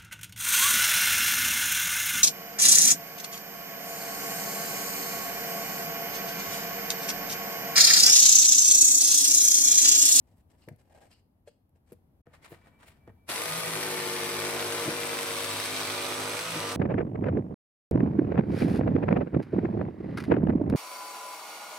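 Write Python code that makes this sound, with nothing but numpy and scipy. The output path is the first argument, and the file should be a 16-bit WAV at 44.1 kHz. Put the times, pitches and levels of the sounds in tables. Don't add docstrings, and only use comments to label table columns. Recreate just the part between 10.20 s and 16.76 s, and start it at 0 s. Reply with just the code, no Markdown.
import sys
import numpy as np
from scipy import signal
from scipy.fft import rfft, irfft, next_fast_len
from scipy.io import wavfile
from scipy.ndimage import map_coordinates

SR = 44100
rng = np.random.default_rng(int(sys.argv[2]) if len(sys.argv) > 2 else 0)


def generate_wav(signal):
    frames = np.transpose(np.atleast_2d(signal))
    scaled = np.clip(frames, -1, 1) * 32767
    pcm = np.round(scaled).astype(np.int16)
    wavfile.write(sys.argv[1], SR, pcm)


N = 289296
SAW_ON = 3.092

# (frequency [Hz], likeness [-1 to 1])
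LIKENESS = [(30, 0.31), (100, 0.99), (300, 0.91), (600, 0.76), (1000, 0.59), (2000, 0.41), (4000, 0.24),
            (8000, 0.53), (14000, 0.064)]
# (time [s], relative level [dB])
JOLTS = [(3.092, -32), (4.662, -28), (4.673, -25), (4.679, -18), (4.693, -26), (4.715, -32), (6.345, -36),
         (6.359, -28), (6.378, -33)]


def amp(db):
    return 10 ** (np.asarray(db) / 20)


def unit(x):
    return x / np.sqrt(np.mean(x ** 2) + 1e-20)


def clock():
    return np.arange(N) / SR


def along(points, hz):
    f, v = np.transpose(points)
    return np.interp(np.log(hz + 1), np.log(f + 1), v)


def curves(rows):
    s, *cols = np.transpose(rows)
    return [np.interp(clock(), s, c) for c in cols]


def wobble(rate):
    knots = rng.standard_normal(int(N * rate / SR) + 4)
    coarse = np.arange(0, N + 32, 32)
    smooth = map_coordinates(knots, [coarse * rate / SR])
    return np.interp(np.arange(N), coarse, smooth)


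def filtered(x, response):
    m = next_fast_len(N + SR // 4)
    hz = np.fft.rfftfreq(m, 1 / SR)
    return irfft(rfft(x, m) * response(hz), m)[..., :N]


def rush(spectrum, drive=1, alike=LIKENESS):
    def colour(hz):
        turn = np.arccos(np.clip(along(alike, hz), -1, 1)) / 2
        return amp(along(spectrum, hz)) * [np.cos(turn), np.sin(turn)]
    mid, side = filtered(drive * rng.standard_normal((2, N)), colour)
    return unit(np.array([mid + side, mid - side]))


def line(turns, hz, waver_db, smear):
    phase = 2 * np.pi * (turns + rng.random()) + smear * wobble(22)
    apart = np.arccos(np.clip(along(LIKENESS, hz), -1, 1)) / 2 * wobble(2.045)
    level = amp(waver_db * wobble(4.14))
    return unit(level * np.sin(np.float32([phase + apart, phase - apart])))


def add(track, s, sound):
    part = track[..., round(s * SR):][..., :sound.shape[-1]]
    part += sound[..., :part.shape[-1]]


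def impulses(times, sizes):
    return np.bincount(np.clip(times * SR, 0, N - 1).astype(int), sizes, N)


def bursts(times, sizes, life):
    hits = impulses(times, sizes ** 2)
    energy = signal.lfilter([1], [1, -np.exp(-2 / (life * SR))], hits)
    return unit(np.sqrt(energy))


def swell(start, length, rise, fall):
    t = clock() - start
    rising, falling = (t / rise), (length - t) / fall
    return amp(20 * np.clip(np.minimum(rising, falling), -6, 0))


def dying(rows, t60):
    hits, t = np.zeros(N), np.arange(SR // 2) / SR
    for s, db in rows:
        add(hits, s, amp(db - 60 * t / t60))
    return hits


def bounced(pair, drift=0.062):
    # (nominal delay [ms], level [dB])
    reflections = [(.9, -17), (2.3, -14), (3.7, -13), (5.9, -13)]
    n = np.arange(N)

    def echo(x, ms):
        stretch = 1 + .15 * rng.normal() + drift * wobble(2)
        return np.interp(n - ms * SR / 1000 * stretch, n, x)
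    mixed = np.array([x + sum(amp(db) * echo(x, ms) for ms, db in reflections) for x in pair])
    return mixed * pair.std() / mixed.std()


def placed(pair, left_db, late_ms):
    right = map_coordinates(pair[1], [np.arange(N) - late_ms * SR / 1000], order=3)
    return np.array([pair[0] * amp(left_db / 2), right * amp(-left_db / 2)])


def background(whine_hz=2318, left_db=2):
    # (frequency [Hz], relative density [dB per Hz])
    room_tone = [(15, -49), (25, -21.5), (86, -6), (110, -13), (211, -16.5), (248, -16), (403, -26.5),
                 (791, -28.5), (857, -30.5), (955, -32), (1390, -41.5), (7630, -58), (12000, -46),
                 (15800, -54)]
    # (time [s], relative level [dB])
    room_level = [(0.0, -66), (0.43, -65.5), (1.5, -70.5), (1.69, -67), (2.95, -62.5), (3.05, -64)]
    # (frequency [Hz], left-right likeness [-1 to 1])
    room_likeness = [(60, 0.94), (180, 0.96), (550, 0.41), (1650, -0.27), (4970, -0.47), (15000, 0.26)]
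    # (start [s], length [s], level [dB])
    whines = [(2.33, 0.05, -78), (2.42, 0.05, -74.5), (2.535, 0.05, -73.5), (2.67, 0.035, -77),
              (2.812, 0.06, -76.5), (2.9, 0.025, -82), (2.985, 0.07, -80)]
    ramp = 0.04
    level_db, = curves(room_level)
    t = clock()
    sounding = np.max([amp(db) * swell(s, length, ramp, ramp) for s, length, db in whines], axis=0)
    whine = sounding * np.sqrt(2) * np.sin(2 * np.pi * whine_hz * t + wobble(22))
    noise = amp(level_db + 2.0) * rush(room_tone, alike=room_likeness)
    noise = noise * amp(-6 * (t > SAW_ON))
    return (noise + whine) * amp([[left_db / 2], [-left_db / 2]])


def board_blow(modes, thud_db, wood_db, split_hz=270, attack=0.0011):
    t = np.arange(SR // 4) / SR
    ring = np.zeros(len(t))
    for k, (hz, db, t60) in enumerate(modes):
        blow_db = thud_db if hz < split_hz else wood_db
        decay = amp(blow_db + db + rng.normal(0, 3.8) - 60 * t / t60)
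        ring += decay * (-1) ** k * np.sin(2 * np.pi * hz * (1 + rng.normal(0, 0.048)) * t)
    return ring * (1 - np.exp(-t / attack))


def knocks(tick_t60=0.041):
    # (time [s], relative thud [dB], relative wood [dB], relative tick [dB])
    contacts = [(0.073, -69.5, -67, -68), (0.115, -63.5, -68, -68), (0.476, -48, -49, -65),
                (0.485, -56, -53.5, -58), (0.511, -49, -58, -76), (0.524, -54, -62, -66),
                (1.719, -49, -48.5, -62), (2.068, -54, -57, -74), (2.306, -66, -56, -74),
                (2.317, -52, -48.5, -70), (2.326, -81, -50, -62), (2.875, -49, -46.5, -62),
                (2.894, -51, -58, -77)]
    # (nominal frequency [Hz], relative level [dB], t60 [s])
    board_modes = [(97.7, -2.5, 0.18), (147, 3, 0.056), (205, 0.5, 0.07), (269, -2.5, 0.038),
                   (360, 6, 0.04), (461, 3, 0.072), (590, -2.5, 0.053), (661, 2.5, 0.067),
                   (876, -2.5, 0.019)]
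    wood, ticks, t = np.zeros(N), np.zeros(N), np.arange(SR // 4) / SR
    for s, thud_db, wood_db, tick_db in contacts:
        add(wood, s, board_blow(board_modes, thud_db + 3.0, wood_db - 1.5))
        add(ticks, s, amp(tick_db - 10.0 - 60 * t / tick_t60))
    return wood + ticks * rush([(300, -20), (900, 6), (2500, -23), (5000, 1), (9000, -6), (15000, -12)])


def sliding(rows, rise, fall, scrape, grit, rough_db, grains_per_s=420, grain_db=6, grain_life=0.0062):
    shapes = np.array([swell(s, length, rise * length, fall * length) for s, length, _, _ in rows])
    levels = amp(np.array(rows)[:, 2:].T)
    scrape_gain, grit_gain = np.sqrt(levels ** 2 @ shapes ** 2)
    chance = rng.random((int(grains_per_s * N / SR), 2))
    grains = bursts(chance[:, 0] * N / SR, amp(grain_db * chance[:, 1]), grain_life)
    catch = amp(rough_db * wobble(70)) * grains
    return scrape_gain * rush(scrape, catch) + grit_gain * rush(grit, catch)


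def scuffs():
    # (start [s], length [s], relative scrape [dB], relative grit [dB])
    steps = [(0.075, 0.06, -74, -76.5), (0.175, 0.029, -72, -74), (0.305, 0.017, -73, -69.5),
             (0.33, 0.027, -67, -78), (0.405, 0.051, -75, -68), (0.595, 0.023, -70, -68.5),
             (0.68, 0.071, -66, -75), (0.74, 0.089, -58, -67), (0.82, 0.038, -58.5, -66),
             (0.91, 0.026, -77, -64), (0.96, 0.038, -85, -73.5), (1.274, 0.013, -64, -61),
             (1.31, 0.021, -86, -75), (1.56, 0.016, -70, -80), (1.68, 0.032, -76, -72)]
    # (start [s], length [s], relative scrape [dB], relative grit [dB])
    shifts = [(0.486, 0.0012, -43, -54), (1.72, 0.013, -66, -71), (2.068, 0.0075, -68, -86),
              (2.138, 0.013, -58, -61.5), (2.228, 0.008, -64, -62), (2.25, 0.0085, -56, -50),
              (2.31, 0.04, -57, -61), (2.455, 0.02, -58, -65.5), (2.618, 0.019, -57.5, -61.5),
              (2.67, 0.03, -64, -61.5), (2.879, 0.01, -56.5, -74)]
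    # (frequency [Hz], relative density [dB per Hz])
    sole, sole_grit = [(300, -6), (520, 2.5), (700, 5), (950, -5.5), (1280, -21), (1600, -8.5), (2000, -16),
                       (2780, -16), (3600, -32), (5000, -39)], [(2000, -2), (2800, -4.5), (3700, -8), (4300, -7), (5000, -7),
                                     (5700, -9.5), (6400, -10), (7300, -8), (8400, -2), (9500, -13),
                                     (12500, -9.5), (15800, -40)]
    wood_scrape, wood_grit = [(180, -30), (300, -3.5), (629, 2), (683, 3), (780, -1), (1600, -2.5),
                              (1780, -2.5), (3500, -20), (4550, -49), (7700, -120)], [(1180, -39), (2000, -1), (3270, -9.5), (4100, -10.5),
                                              (6260, -17.5), (8330, -12), (13600, -24), (15800, -24)]
    # (start [s], length [s], level [dB])
    swishes = [(0.17, 0.023, -78), (2.297, 0.03, -62), (2.67, 0.018, -64)]
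    # (frequency [Hz], relative density [dB per Hz])
    sleeve_spectrum = [(5000, -30), (8000, -7), (10500, 0), (14500, -3), (15800, -5)]
    soles = sliding(steps, 0.97, 0.79, sole, sole_grit, rough_db=-0.5)
    wood = sliding(shifts, 1.64, 2.7, wood_scrape, wood_grit, rough_db=2.0)
    moving = swell(2.06, 0.66, 0.03, 0.38) * amp(1.8 * wobble(24.6))
    rustle = moving * (amp(-72) * rush(wood_scrape) + amp(-84) * rush(wood_grit))
    swishing = sum(amp(db) * swell(s, length, 0.014, 0.036) for s, length, db in swishes)
    sleeve = swishing * rush(sleeve_spectrum)
    return bounced(amp(-2.5) * soles + amp(-2.0) * wood + rustle + sleeve)


def clicks():
    # (time [s], relative level [dB])
    taps = [(0.468, -64), (0.4888, -43), (0.561, -56), (1.4935, -66), (1.722, -44), (1.729, -45),
            (1.735, -54), (3.091, -36), (4.667, -36.5)]
    # (time [s], onset level [dB])
    catches = [(0.486, -54), (1.72, -55), (2.069, -55), (2.139, -54), (2.146, -54), (2.246, -50),
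               (2.251, -49), (2.257, -46), (2.263, -46), (2.328, -51), (2.336, -54), (2.616, -55),
               (2.623, -52), (2.631, -51), (2.877, -54)]
    # (time [s], onset level [dB])
    after_rings = [(0.42, -69), (0.915, -62), (1.278, -71)]
    # (frequency [Hz], relative density [dB per Hz])
    crack, bright_ring = [(300, -11), (700, 10), (1500, 18), (2700, -10), (4000, -11), (9000, -22),
                          (15000, -23)], [(2000, -22), (2850, 2), (3500, -16), (4350, -3), (5100, -2),
                                         (5600, -25), (9000, -40)]
    tap_noise = rush([(800, -27), (2500, -4), (6000, -11), (12000, 7), (15800, -10.0)])
    points = amp(-6.5) * dying(taps, t60=0.015) * tap_noise
    cracks = dying(catches, t60=0.018) * rush(crack)
    return points + cracks + dying(after_rings, t60=0.23) * rush(bright_ring)


def clonks():
    # (time [s], relative level [dB])
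    chatter = [(1.274, -42), (1.278, -41.5), (1.286, -58)]
    # (frequency [Hz], relative level [dB], t60 [s])
    hollow = [(482, 0.5, 0.042), (595, 0.5, 0.053), (1680, -11, 0.025), (2590, -15.5, 0.043),
              (2924, -28, .06), (3310, -15, 0.04), (4200, -23, 0.05), (4760, -30, 0.05), (6700, -26, 0.035),
              (8300, -22, 0.066)]
    track, t = np.zeros(N), np.arange(SR // 4) / SR
    for s, db in chatter:
        ring = np.zeros(len(t))
        for hz, level, t60 in hollow:
            decay = amp(db + level + rng.normal(0, 1.6) - 60 * t / t60)
            ring += decay * np.sin(2 * np.pi * (hz * t + rng.random()))
        add(track, s, ring * (1 - np.exp(-t / 0.0024)))
    return track


def hall(x):
    # (frequency [Hz], t60 [s])
    reverberation = [(150, 0.23), (1000, 0.24), (5000, 0.42), (14000, 0.099)]
    hz, t, z = signal.stft(rng.standard_normal((2, SR // 2)), SR, nperseg=256)
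    decay = amp(-60 * t / along(reverberation, hz)[:, None])
    tail = signal.istft(z * decay, SR, nperseg=256)[1]
    return signal.fftconvolve(x, tail / np.linalg.norm(tail[0]), axes=1)[:, :N]


def depth():
    return np.interp(clock(), [4.1, 5.2], [0, 1])


def jolts(attack=0.0018):
    # (nominal frequency [Hz], relative level [dB], t60 [s])
    pinned = [(160, -8, .07), (235, -3, .055), (315, 0, .07), (430, 0, .03), (560, 1, .028)]
    track, t = np.zeros(N), np.arange(SR // 4) / SR
    for s, db in JOLTS:
        thump = np.zeros(len(t))
        for hz, level, t60 in pinned:
            decay = amp(db + level + rng.normal(0, 1) - 60 * t / t60)
            thump += decay * np.sin(2 * np.pi * hz * (1 + rng.normal(0, .03)) * t)
        add(track, s, thump * (1 - np.exp(-t / attack)))
    return filtered(track, lambda hz: (1j * hz / (1j * hz + 90)) ** 2)


def drone(strokes, rate, usual_bite_db=-41.0):
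    # (multiple of the stroke rate, relative level at the edge [dB], same deep in the board [dB])
    stroke_orders = [(2, -54.5, -54.5), (4, -57, -66), (6, -58, -59), (8, -54.5, -59), (9, -50, -54),
                     (11, -52, -52), (12, -59, -61), (13, -51, -54), (14, -54, -62), (15, -53, -53.5),
                     (16, -57, -58), (17, -48, -52.5), (19, -58, -51.5), (20, -55.5, -63), (21, -57, -66),
                     (23, -55, -51), (25, -62, -56.5), (29, -58, -61), (34, -53.5, -61), (46, -53.5, -53.5)]
    # (multiple of the stroke rate, relative level at the edge [dB], deep [dB])
    singing = [(3, -50, -56), (5, -50.5, -49), (7, -40.5, -49)]
    # (start [s], length [s])
    pushes = [(3.56, 2.6), (6.385, 0.3)]
    # (time [s], level [dB] relative to the usual bite's scale)
    bite = [(3.12, -41), (3.14, -36.5), (3.22, -44.5), (3.31, -41), (3.77, -44), (4.56, -42), (4.73, -45.5),
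            (5.39, -41.5), (5.44, -46), (5.46, -43), (5.86, -41.5), (6.06, -40.5), (6.11, -42.5),
            (6.14, -41), (6.2, -45), (6.42, -40), (6.55, -42)]
    # (time [s], relative level [dB])
    hum_level = [(3.2, -37.5), (3.31, -43), (3.71, -37.5), (4.15, -40.5), (4.27, -35.5), (5.24, -39.5),
                 (5.37, -45.5), (6.17, -40), (6.28, -45), (6.46, -37), (6.55, -39)]
    # (distance from the hum [stroke rates], relative level [dB])
    side_tones = [(-3, -13), (-2, -13), (-1, -10), (1, -16), (2, -15), (3, -16), (9, -16), (11, -17)]
    # (multiple of the stroke rate, relative level [dB])
    free_orders = [(12, -51), (23, -49.5)]
    # (start [s], length [s], relative level [dB])
    judders = [(3.317, 0.067, -44), (3.49, 0.055, -44), (6.304, 0.091, -44.5)]
    # (frequency [Hz], relative density [dB per Hz])
    body, flutter_spectrum = [(150, -16), (270, 7), (400, -3), (560, 10.5), (700, 10), (880, 3),
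                              (1100, -18), (1500, -41)], [(30, -32), (60, -24), (100, 2), (140, -3.5), (220, -1),
                                            (330, -4), (500, -33), (900, -52)]
    motor_db, = curves(hum_level)
    bite_db, = curves(bite)
    gearing, third, mean = 46 / 5, 3, rate.mean()
    deep = depth()

    def orders(rows, waver_db, smear):
        partials = 0
        for k, edge, inside in rows:
            level = amp(edge + deep * (inside - edge))
            partials = partials + level * line(round(k) * strokes, k * mean, waver_db, smear(k))
        return partials

    load_db = 1.22 * (bite_db - usual_bite_db) + np.interp(clock(), [3.1, 3.25], [-7, 0])
    shake = orders(stroke_orders, waver_db=2.4, smear=lambda k: 0.0004 * k * k)
    # 20 dB in 0.15 s to take hold, 0.07 s to come free
    grip = np.max([swell(s, length, 0.15, 0.07) for s, length in pushes], axis=0)
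    board = grip * amp(0.56 * load_db) * orders(singing, waver_db=1, smear=lambda k: 0.05)
    ramp = 0.085
    loose = sum(amp(db) * swell(s, length, ramp, ramp) for s, length, db in judders)
    overhang = loose * line(third * strokes, third * mean, waver_db=1.5, smear=0.4)
    hum = sum(amp(db) * line((gearing + k) * strokes, gearing * mean, waver_db=.7, smear=.08)
              for k, db in [(0, 0)] + side_tones)
    gears = (1 - grip) * sum(amp(db) * line(k * strokes, k * mean, waver_db=2, smear=.3)
                             for k, db in free_orders)
    squeal = amp(-47) * swell(6.28, .08, .1, .1) * line(46 * strokes, 46 * mean, waver_db=1, smear=.6)
    motor_start = amp(np.interp(clock(), [3.13, 3.2], [-15, 0]))
    motor = motor_start * (amp(motor_db - 5) * hum + gears + squeal)
    growl = amp(-49.0 + 3.4 * load_db) * rush(body, np.exp(-3 * (2 * strokes % 1)))
    flutter = amp(-55.5) + sum(amp(db - 33) * swell(s, 0, 0.02, 0.055) for s, db in JOLTS)
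    uneven = unit(amp(1.2 * wobble(2 * 52)))
    shake = amp(load_db - 7 * (0.5 - grip)) * shake
    return uneven * (shake + board + overhang + motor) + growl + flutter * rush(flutter_spectrum)


def cutting(strokes, chip_share=0.03, chip_life=0.0009, chips_per_s=300):
    # (time [s], relative blade rasp [dB], relative air hiss [dB])
    cut = [(3.12, -39, -42.5), (3.95, -38.5, -43), (4.66, -38.5, -42.5), (4.72, -39.5, -44),
           (5.17, -39, -42.5), (6.34, -39, -46), (6.53, -39, -47.5)]
    # (place in the stroke [0-1], relative level [dB])
    reversals = [(0, 0), (.28, -3), (.5, -1), (.78, -3)]
    # (time [s], level [dB])
    binding = [(4.9, -49), (5.3, -41.5), (5.6, -40.5), (5.85, -42), (6.2, -58)]
    # (frequency [Hz], relative density [dB per Hz])
    rasp_entering, rasp_deep = [(150, -36), (260, -9), (480, -2.5), (800, -4.5), (1300, 0), (1700, -1),
                                (2300, 0.5), (3000, -4), (4200, -4), (5200, -6), (6200, -6.5), (7200, -13),
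                                (9000, -36)], [(150, -50), (260, -10), (480, -2), (800, -4),
                                                       (1300, 3), (1800, 0), (2300, 2), (3000, -1),
                                                       (4200, -2.5), (5200, -5.5), (6200, -4),
                                                       (7200, -13.5), (9000, -29)]
    air_entering, air_deep = [(3820, -39), (6500, -29), (6920, -6.5), (8100, 4.5), (8950, 0.5), (9710, 3),
                              (11400, -2), (12400, -2), (13500, -8), (15100, -6.5), (15800, -21)], [(3820, -42), (6500, -22), (7240, -10), (8250, 0.5),
                                                    (9050, -7.5), (10300, -5), (12000, -9), (15100, -17.5),
                                                    (15800, -19)]
    flank, sizzle_spectrum = [(2400, -30), (3300, 0), (4100, -0.5), (5000, -5), (6500, -16.5)], [(8600, -27), (9500, -2), (9900, 0), (10500, -9), (11400, -18),
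                                             (12400, -5), (13500, -25)]
    rasp_db, air_db = curves(cut)
    binding_db, = curves(binding)
    t, whole, deep = clock(), np.arange(int(strokes[-1]) - 1), depth()
    place, db = np.transpose(reversals)
    turns = whole[:, None] + place + rng.normal(0, .012, (len(whole), len(place)))
    when = np.interp(turns, strokes, t)
    clacks = bursts(when.ravel(), amp(db + rng.normal(0, 2, when.shape)).ravel(), .0028)
    chance = rng.random((int(chips_per_s * t[-1]), 2))
    chips = bursts(chance[:, 0] * t[-1], amp(18.0 * chance[:, 1] ** 2), chip_life)

    def drive(clack, chip):
        return np.sqrt(max(1 - clack - chip, 0) + clack * clacks ** 2 + chip * chips ** 2)

    def blend(early, late, pulse):
        return np.sqrt(1 - deep) * rush(early, pulse) + np.sqrt(deep) * rush(late, pulse)

    teeth, vents = drive(.6, chip_share), drive(.3, 0.17)
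    rasp = amp(rasp_db + 3.5 + 0.14 * wobble(40)) * blend(rasp_entering, rasp_deep, teeth)
    air = amp(air_db + 4.0 + 0.24 * wobble(40)) * blend(air_entering, air_deep, vents)
    sizzle = amp(-46) * swell(3.15, 0.17, 0.18, 1.1) * rush(sizzle_spectrum, vents)
    return bounced(rasp + air + sizzle + amp(binding_db) * rush(flank, teeth))


def slaps(strokes, late_s=0.00008, scatter_db=1.5):
    # (time [s], level [dB])
    slap_level = [(3.12, -47.5), (3.7, -60), (4.1, -53), (4.28, -42), (4.58, -42.5), (4.75, -45),
                  (5.3, -48), (6.0, -54), (6.15, -40.5), (6.19, -64.5), (6.33, -49), (6.41, -46.5),
                  (6.55, -44)]
    # (frequency [Hz], width [Hz], relative level [dB])
    slapped = [(317, 30, -8.5), (576, 93, 1), (737, 100, 3), (840, 94, 3), (1020, 61, -3), (1340, 180, -13),
               (1630, 290, -10.5)]
    slap_db, = curves(slap_level)
    whole = np.arange(1, int(strokes[-1]))
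    chance = rng.standard_normal((len(whole), 2))
    when = np.interp(whole, strokes, clock()) + late_s * chance[:, 0]
    blows = impulses(when, amp(scatter_db * chance[:, 1]))

    def wood(f):
        return sum((-1) ** k * amp(db) * 1j * f * w / (hz * hz - f * f + 1j * f * w)
                   for k, (hz, w, db) in enumerate(slapped))
    return amp(slap_db) * unit(filtered(blows, wood))


def jigsaw():
    # (time [s], blade strokes per second [Hz])
    speed = [(3.12, 50.0), (3.16, 49.8), (3.22, 52.5), (3.29, 53.8), (3.46, 53.8), (4.04, 51.0),
             (4.67, 51.2), (4.7, 51.9), (5.09, 50.7), (5.2, 51.5), (5.34, 51.2), (5.54, 51.9), (5.73, 51.6),
             (6.14, 52.05), (6.25, 55.0), (6.3, 55.5), (6.41, 51.8), (6.55, 51.1)]
    # (time [s], left louder by [dB], right late by [ms])
    position = [(3.1, 1.4, 0.08), (4.4, 1.5, 0.058), (5.3, 1, 0.037), (5.8, -0.6, 0.033),
                (6.4, -0.5, -0.023)]
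    rate, = curves(speed)
    strokes = np.cumsum(rate + 0.05 * wobble(14)) / SR + 0.0015 * wobble(52)
    running = amp(np.minimum((clock() - SAW_ON) * 1700, 0))
    sound = drone(strokes, rate) + cutting(strokes) + slaps(strokes) + jolts()
    return placed(running * sound, *curves(position))


def scene():
    handling = placed(knocks() + clonks() + clicks() + scuffs(), left_db=2.0, late_ms=0.037)
    return handling + amp(-13.0) * hall(handling) + background() + jigsaw()


def record(dry):
    live = np.interp(clock(), [2.012, 2.018, 2.055, 2.063], [1, 0, 0, 1])
    return filtered(dry * live, lambda hz: hz < 15850)


dry = scene()
out = record(dry)
generate_wav(out)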